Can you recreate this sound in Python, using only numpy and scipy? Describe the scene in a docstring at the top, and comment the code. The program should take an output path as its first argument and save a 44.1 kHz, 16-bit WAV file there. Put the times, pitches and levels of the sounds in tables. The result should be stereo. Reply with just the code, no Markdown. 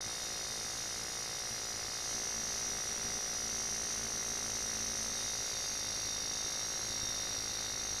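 """An air hammer drives a pointed chisel against a seized steel collar in a vise, about 56 blows a second.
Each cycle opens with an exhaust puff, a rush of spent air and a thud through the bench; then the blow
lands and rings chisel, collar and vise into a high, clattering whine in the small workshop.
Near 2 s the stereo microphone moves close over the chisel and the bench drones more deeply.
From 5 to 6 s it draws back, and the hammer runs on, sagging to about 53 blows a second."""
import sys
import numpy as np
from scipy import signal
from scipy.fft import rfft, irfft
from scipy.io import wavfile
from scipy.ndimage import uniform_filter1d

SR = 44100
rng = np.random.default_rng(int(sys.argv[2]) if len(sys.argv) > 2 else 0)


def inscribe(sig):
    """Save sig as 16-bit PCM at rate SR to the path in sys.argv[1].

    A 1-D sig is mono; a 2-D sig holds one channel per row.
    Samples are clipped to [-1, 1] before scaling.
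    """
    pcm = np.round(np.clip(np.atleast_2d(sig).T, -1, 1) * 32767)
    wavfile.write(sys.argv[1], SR, pcm.astype(np.int16))


N = 352800
T = np.arange(N) / SR

# How the work is held: time_s, stance (0 first grip, 1 microphone close over the chisel, 2 drawn back)
STANCE_PATH = [(0, 0), (1.9, 0), (2.12, 0.82), (4.9, 1.04), (5.9, 2), (8, 2)]


def amp(db):
    """Decibels to gain."""
    return 10 ** (np.asarray(db) / 20)


def unit(x):
    """Scales to rms 1."""
    return x / np.sqrt(np.mean(x ** 2) + 1e-20)


def curve(rows):
    """A time table's value at every sample."""
    return np.interp(T, *np.transpose(rows))


def by_stance(levels):
    """A level given for each stance, gliding as the stance shifts."""
    return np.interp(curve(STANCE_PATH), np.arange(len(levels)), levels)


def read(points, hz):
    """A spectrum's value at hz, on a log-frequency axis."""
    freqs, values = np.transpose(points)
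    return np.interp(np.log(hz + 1), np.log(freqs), values)


def convolve(x, responses):
    """One signal through each response, a channel apiece."""
    return signal.oaconvolve(np.atleast_2d(x), responses, axes=1)[:, :N]


def mic_ports(hz):
    """Gain and phase at the microphone's left and right port."""
    # Phase between the ports: freq_hz, left_lead_rad
    lead = [(56, 0.43), (112, 1.23), (180, 2.44), (600, 2.2), (1100, 1.31), (1600, 2.27), (2150, 1.54),
            (2400, 0.4), (2700, 0.59), (3000, 1.9), (3450, 2.25), (4500, 0.21)]
    # Balance between the ports: freq_hz, left_over_right_db
    balance = [(56, -1), (112, 2.5), (300, -5), (700, -4), (1000, -4), (1500, -5.5), (2500, 0.5),
               (7500, 0.5), (9000, -2), (10000, -3.5), (11500, -5.5), (14000, -2)]
    left = amp(read(balance, hz) / 2)
    return np.array([left * np.exp(1j * read(lead, hz)), 1 / left])


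def noise(spectrum, size):
    """Coloured noise, partly alike at the two microphone ports."""
    # Likeness of left and right: freq_hz, coherence
    likeness = [(50, 0.62), (150, 0.34), (400, 0.64), (1500, 0.087), (3300, 0.66), (5000, 0.068),
                (12000, 0.1)]
    hz = np.fft.rfftfreq(size, 1 / SR)
    common, apart = rfft(rng.standard_normal((2, size)))
    same = np.clip(read(likeness, hz), 0, 1)
    pair = np.array([common, same * common + np.sqrt(1 - same ** 2) * apart])
    return unit(irfft(pair * mic_ports(hz) * amp(read(spectrum, hz)), size))


def clicks(times, spread_db):
    """A band-limited click of random size at each time."""
    centres = times[:, None] * SR
    taps = np.floor(centres).astype(int) + np.arange(-8, 9)
    shape = np.sinc(taps - centres) * np.cos(np.pi * (taps - centres) / 18) ** 2
    shape *= amp(spread_db * rng.standard_normal(centres.shape))
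    return unit(np.bincount(np.clip(taps, 0, N).ravel(), shape.ravel(), N + 1)[:N])


def bursts(times, rise_s, decay_s):
    """An envelope that swells after each time and dies away."""
    t = np.arange(4096) / SR
    swell = (1 - np.exp(-t / rise_s)) * np.exp(-t / decay_s)
    return unit(convolve(clicks(times, spread_db=.35), [swell])[0])


def jittered(times, spread_s):
    """The same times, each slightly early or late."""
    return times + spread_s * rng.standard_normal(len(times))


def piston():
    """Times at which the piston passes the exhaust port, once a cycle."""
    # Piston speed: time_s, blows_per_s
    speed = [(0, 56.5), (0.19, 58.01), (0.45, 54.33), (0.79, 57.91), (1.52, 55.73), (2.11, 57.18),
             (2.33, 54.86), (2.59, 56.93), (2.92, 57.29), (3.42, 55.84), (4.59, 55.62), (4.82, 54.29),
             (5.52, 55.76), (5.75, 53.37), (6.0, 54.02), (6.3, 52.83), (6.71, 55.01), (8, 52.72)]
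    cycles = np.cumsum(curve(speed)) / SR - .405
    return np.interp(np.arange(int(cycles[-1]) + 1), cycles, T)


def workshop(x, size=22050):
    """The room's diffuse tail, lingering longest around 5 kHz."""
    # Room decay: freq_hz, t60_s
    decay = [(100, 0.26), (1000, 0.047), (5000, 0.82), (14000, 0.017)]
    hz, t, wash = signal.stft(rng.standard_normal((2, size)), SR, nperseg=256)
    tail = signal.istft(wash * amp(-60 * t / read(decay, hz)[:, None]), SR, nperseg=256)[1]
    tail *= np.arange(tail.shape[1]) / SR > .005  # pre-delay
    return convolve(x, tail / np.linalg.norm(tail[0]))


def bench(times, waver_db=.2, waver_s=.44):
    """Recoil thumps the bench; a low mode sings out when a multiple of the blow rate meets it."""
    # Modes of bench and vise stand: pitch_hz, width_hz, grip_db, close_db, back_db
    bench_modes = [(53, 22, -75, -59, -64), (110.3, 48, -58, -59.5, -56), (219.4, 20, -61, -55, -63.5),
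                   (275.6, 18, -70, -59.5, -64.5), (406.7, 15, -73.5, -59, -67), (746, 19, -70, -60.5, -71)]
    t = np.arange(4096) / SR
    recoil = clicks(times, spread_db=3.5)
    drone = 0
    for hz, width, *levels in bench_modes:
        # each mode swells and sinks as the pressure on the tool wavers
        waver = np.interp(T / waver_s, np.arange(64), rng.standard_normal(64))
        thud = np.exp(-np.pi * width * t) * np.sin(2 * np.pi * hz * t)
        drone += amp(by_stance(levels) + waver_db * waver) * unit(convolve(recoil, [thud]))
    return drone * amp([[-1], [1]])  # leans right


def spent_air(times):
    """Turbulent air rushes and hisses out each time the exhaust opens."""
    # Colour of the turbulence: freq_hz, level_db
    colour = [(12, -15), (40, -2.5), (120, -1), (300, -3), (600, -4), (1000, -8.5), (2100, -4.5),
              (2400, -12), (2750, -6), (3200, -10), (7000, -10.5), (11000, -22), (15000, -29)]
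    return noise(colour, N) * bursts(times, rise_s=.0016, decay_s=.026)


def exhaust(times, size=4096):
    """A sharp pressure step each cycle, coloured by the exhaust passage."""
    # Colour of one puff: freq_hz, level_db
    colour = [(30, -13), (110, -4.5), (200, -1), (330, -2.5), (450, 2), (570, 1), (640, -7), (745, 1.5),
              (950, -9.5), (1300, -5), (2170, -4), (2380, -39), (4000, -15.5), (9000, -64.5)]
    hz = abs(np.fft.fftfreq(size, 1 / SR))
    # minimum phase keeps the attack sharp
    spectrum = np.exp(np.conj(signal.hilbert(read(colour, hz) * np.log(10) / 20)))
    half = size // 2 + 1
    preroll_s = 70 / SR  # room for the left port to lead
    delay = np.exp(-2j * np.pi * hz[:half] * preroll_s)
    puff = irfft(spectrum[:half] * mic_ports(hz[:half]) * delay)
    steps = clicks(times - preroll_s - .0003, spread_db=.45)
    return unit(convolve(steps, puff[:, :size // 2]))


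def clatter(times, rise_s=.006, decay_s=.025, size=4096):
    """Countless small high modes, alike at every blow, and the fresh scraping of the tip."""
    # Colour of the chisel rattling in its socket: freq_hz, level_db
    colour = [(300, -29), (1500, -10), (2100, 8.5), (2350, -4), (2750, -3), (3250, 8.5), (4500, 10),
              (6600, 10.5), (7300, 3), (9500, 6), (11800, 2.5), (13000, -2), (15000, -10)]
    t = np.arange(size) / SR
    small_modes = noise(colour, size) * (1 - np.exp(-t / rise_s)) * np.exp(-t / decay_s)
    scrape = noise(colour, N) * bursts(times, rise_s, decay_s)
    rattle = convolve(clicks(times, spread_db=1.2), small_modes)
    return unit(.96 * unit(rattle) + unit(scrape))


def steel(times, rise_s=.0042, choke_s=.036, damping=.36, drift_rad=.26, scatter_rad=.5, size=2000):
    """Each blow rings the steel's modes; the tip, pressed home again, chokes what is left."""
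    # Resonances of chisel, collar and vise, levels relative to one another:
    # pitch_hz, cluster_width_hz, grip_db, close_db, back_db, left_over_right_db, left_lead_rad
    resonances = [(2456, 84, -56.5, -58, -58, -4, 3.1), (3075, 150, -61, -60, -68, -1, 2),
                  (3491, 165, -57, -53, -58, 3, 3), (3700, 63, -53, -57, -49, 2.5, -1.2),
                  (3820, 46, -61, -54, -54, -3, -1.5), (4070, 195, -48, -51, -45.5, 2.5, 3.5),
                  (4190, 96, -58, -52, -48, -0.5, -3.5), (4414, 86, -56, -59, -60, -1, 0),
                  (4525, 94, -65, -53.5, -52.5, -5, 0.3), (4732, 133, -48.5, -51, -47.5, 3.5, -1.85),
                  (4890, 180, -60, -68, -60, -2, 0.2), (5030, 43, -55, -51, -50, 1, -2),
                  (5114, 133, -46, -50, -65, 4.5, -2), (5277, 210, -51, -51, -52.5, -1, -1.1),
                  (5400, 34, -58, -61, -59, 9, -0.5), (5673, 90, -72, -51.5, -41, 4, -0.2),
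                  (5738, 104, -41, -37.5, -44.5, 5.5, -2), (5833, 47, -47, -40.5, -46, 5, -1.6),
                  (5964, 32, -48.5, -51, -56, 7.5, -1.6), (6160, 70, -58, -47.5, -54, 8, 0),
                  (6365, 75, -51.5, -48, -46.5, 6, 0.5), (6530, 130, -67, -56, -68, -1, 1),
                  (6760, 60, -59, -66, -60, 8, 2), (6760, 69, -47.5, -50, -55, -1, -2.5),
                  (7650, 170, -64, -67, -67, 1, 1), (8230, 76, -65, -62, -69, -2, 1.5),
                  (8780, 63, -56.5, -53.5, -60.5, -3.5, 2), (9500, 170, -61.5, -62.5, -64, -15.5, 4),
                  (10170, 100, -83, -69, -73, 2, 0.0), (10560, 114, -65.5, -67.5, -66, -22.5, -1),
                  (11700, 230, -76, -67.5, -69, 12, 1.5)]
    # the clamped, nearly round collar splits each resonance into three close partials
    hz, width, *levels, pan_db, lead = np.repeat(np.array(resonances, float), 3, axis=0).T
    hz = hz + width * np.resize([-.34, 0, .34], len(hz)) * rng.uniform(.8, 1.2, len(hz))
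    t = np.arange(size) / SR
    # the ring builds while the shock runs to and fro in the steel
    attack = 1 - np.exp(-t / rise_s)
    envelope = attack * np.exp(-np.pi * damping * width[:, None] * t - (t / choke_s) ** 4)
    envelope /= np.linalg.norm(envelope, axis=1, keepdims=True)
    partials = envelope * np.exp(2j * np.pi * hz[:, None] * t)
    stance = np.interp(times, *np.transpose(STANCE_PATH))[:, None]
    level_db = sum(np.clip(1 - abs(stance - k), 0, 1) * level for k, level in enumerate(levels))
    # the partials' phases drift slowly and scatter from blow to blow, so the ring shimmers
    drift, scatter = rng.standard_normal((2, len(times), len(hz)))
    phase = rng.uniform(0, 2 * np.pi, len(hz)) + drift_rad * np.cumsum(drift, 0) + scatter_rad * scatter
    starts = np.maximum(times * SR, 0).astype(int)
    whine = np.zeros((2, N + 2 * size))
    for channel, side in enumerate((.5, -.5)):
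        strikes = amp(level_db + side * pan_db) * np.exp(1j * (phase + side * lead))
        for start, ring in zip(starts, (strikes @ partials).real):
            whine[channel, start:start + size] += ring
    # the piston feeds in power at an even rate
    power = uniform_filter1d((whine[:, :N] ** 2).mean(0), size=2400)
    return whine[:, :N] / np.sqrt(abs(power) + 1e-6 * power.mean())


def scene(travel_s=.0009):
    """Puffs, blows and rushing air, all timed by the piston."""
    # faders for the three stances: grip, close, back
    ring_db, clatter_db = (-37.5, -35, -36.5), (-48, -47.5, -48)
    exhaust_db, rush_db = (-44.5, -43.5, -44.5), (-46, -45.5, -45)
    cycles = piston()
    opens = jittered(cycles, spread_s=.00007)
    lands = jittered(cycles + travel_s, spread_s=.00004)  # the piston lands just after the port opens
    metal = amp(by_stance(ring_db)) * steel(lands) + amp(by_stance(clatter_db)) * clatter(lands)
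    puffs = amp(by_stance(exhaust_db)) * exhaust(opens)
    rush = amp(by_stance(rush_db)) * spent_air(opens)
    room = amp(-13.5) * workshop(metal + puffs)
    return metal + puffs + rush + bench(opens) + room


def record(dry, cutoff_hz=15250):
    """A fast limiter softens each swell of the ring; a steep low-pass trims the top."""
    power = (dry ** 2).mean(0) + 1e-12
    swell = uniform_filter1d(power, size=170) / uniform_filter1d(power, size=4000)
    limited = dry / np.maximum(swell, .8) ** .25
    lowpass = signal.firwin(511, cutoff_hz, window=("kaiser", 9), fs=SR)
    return signal.oaconvolve(limited, lowpass[None], "same")


dry = scene()
out = record(dry)
inscribe(out)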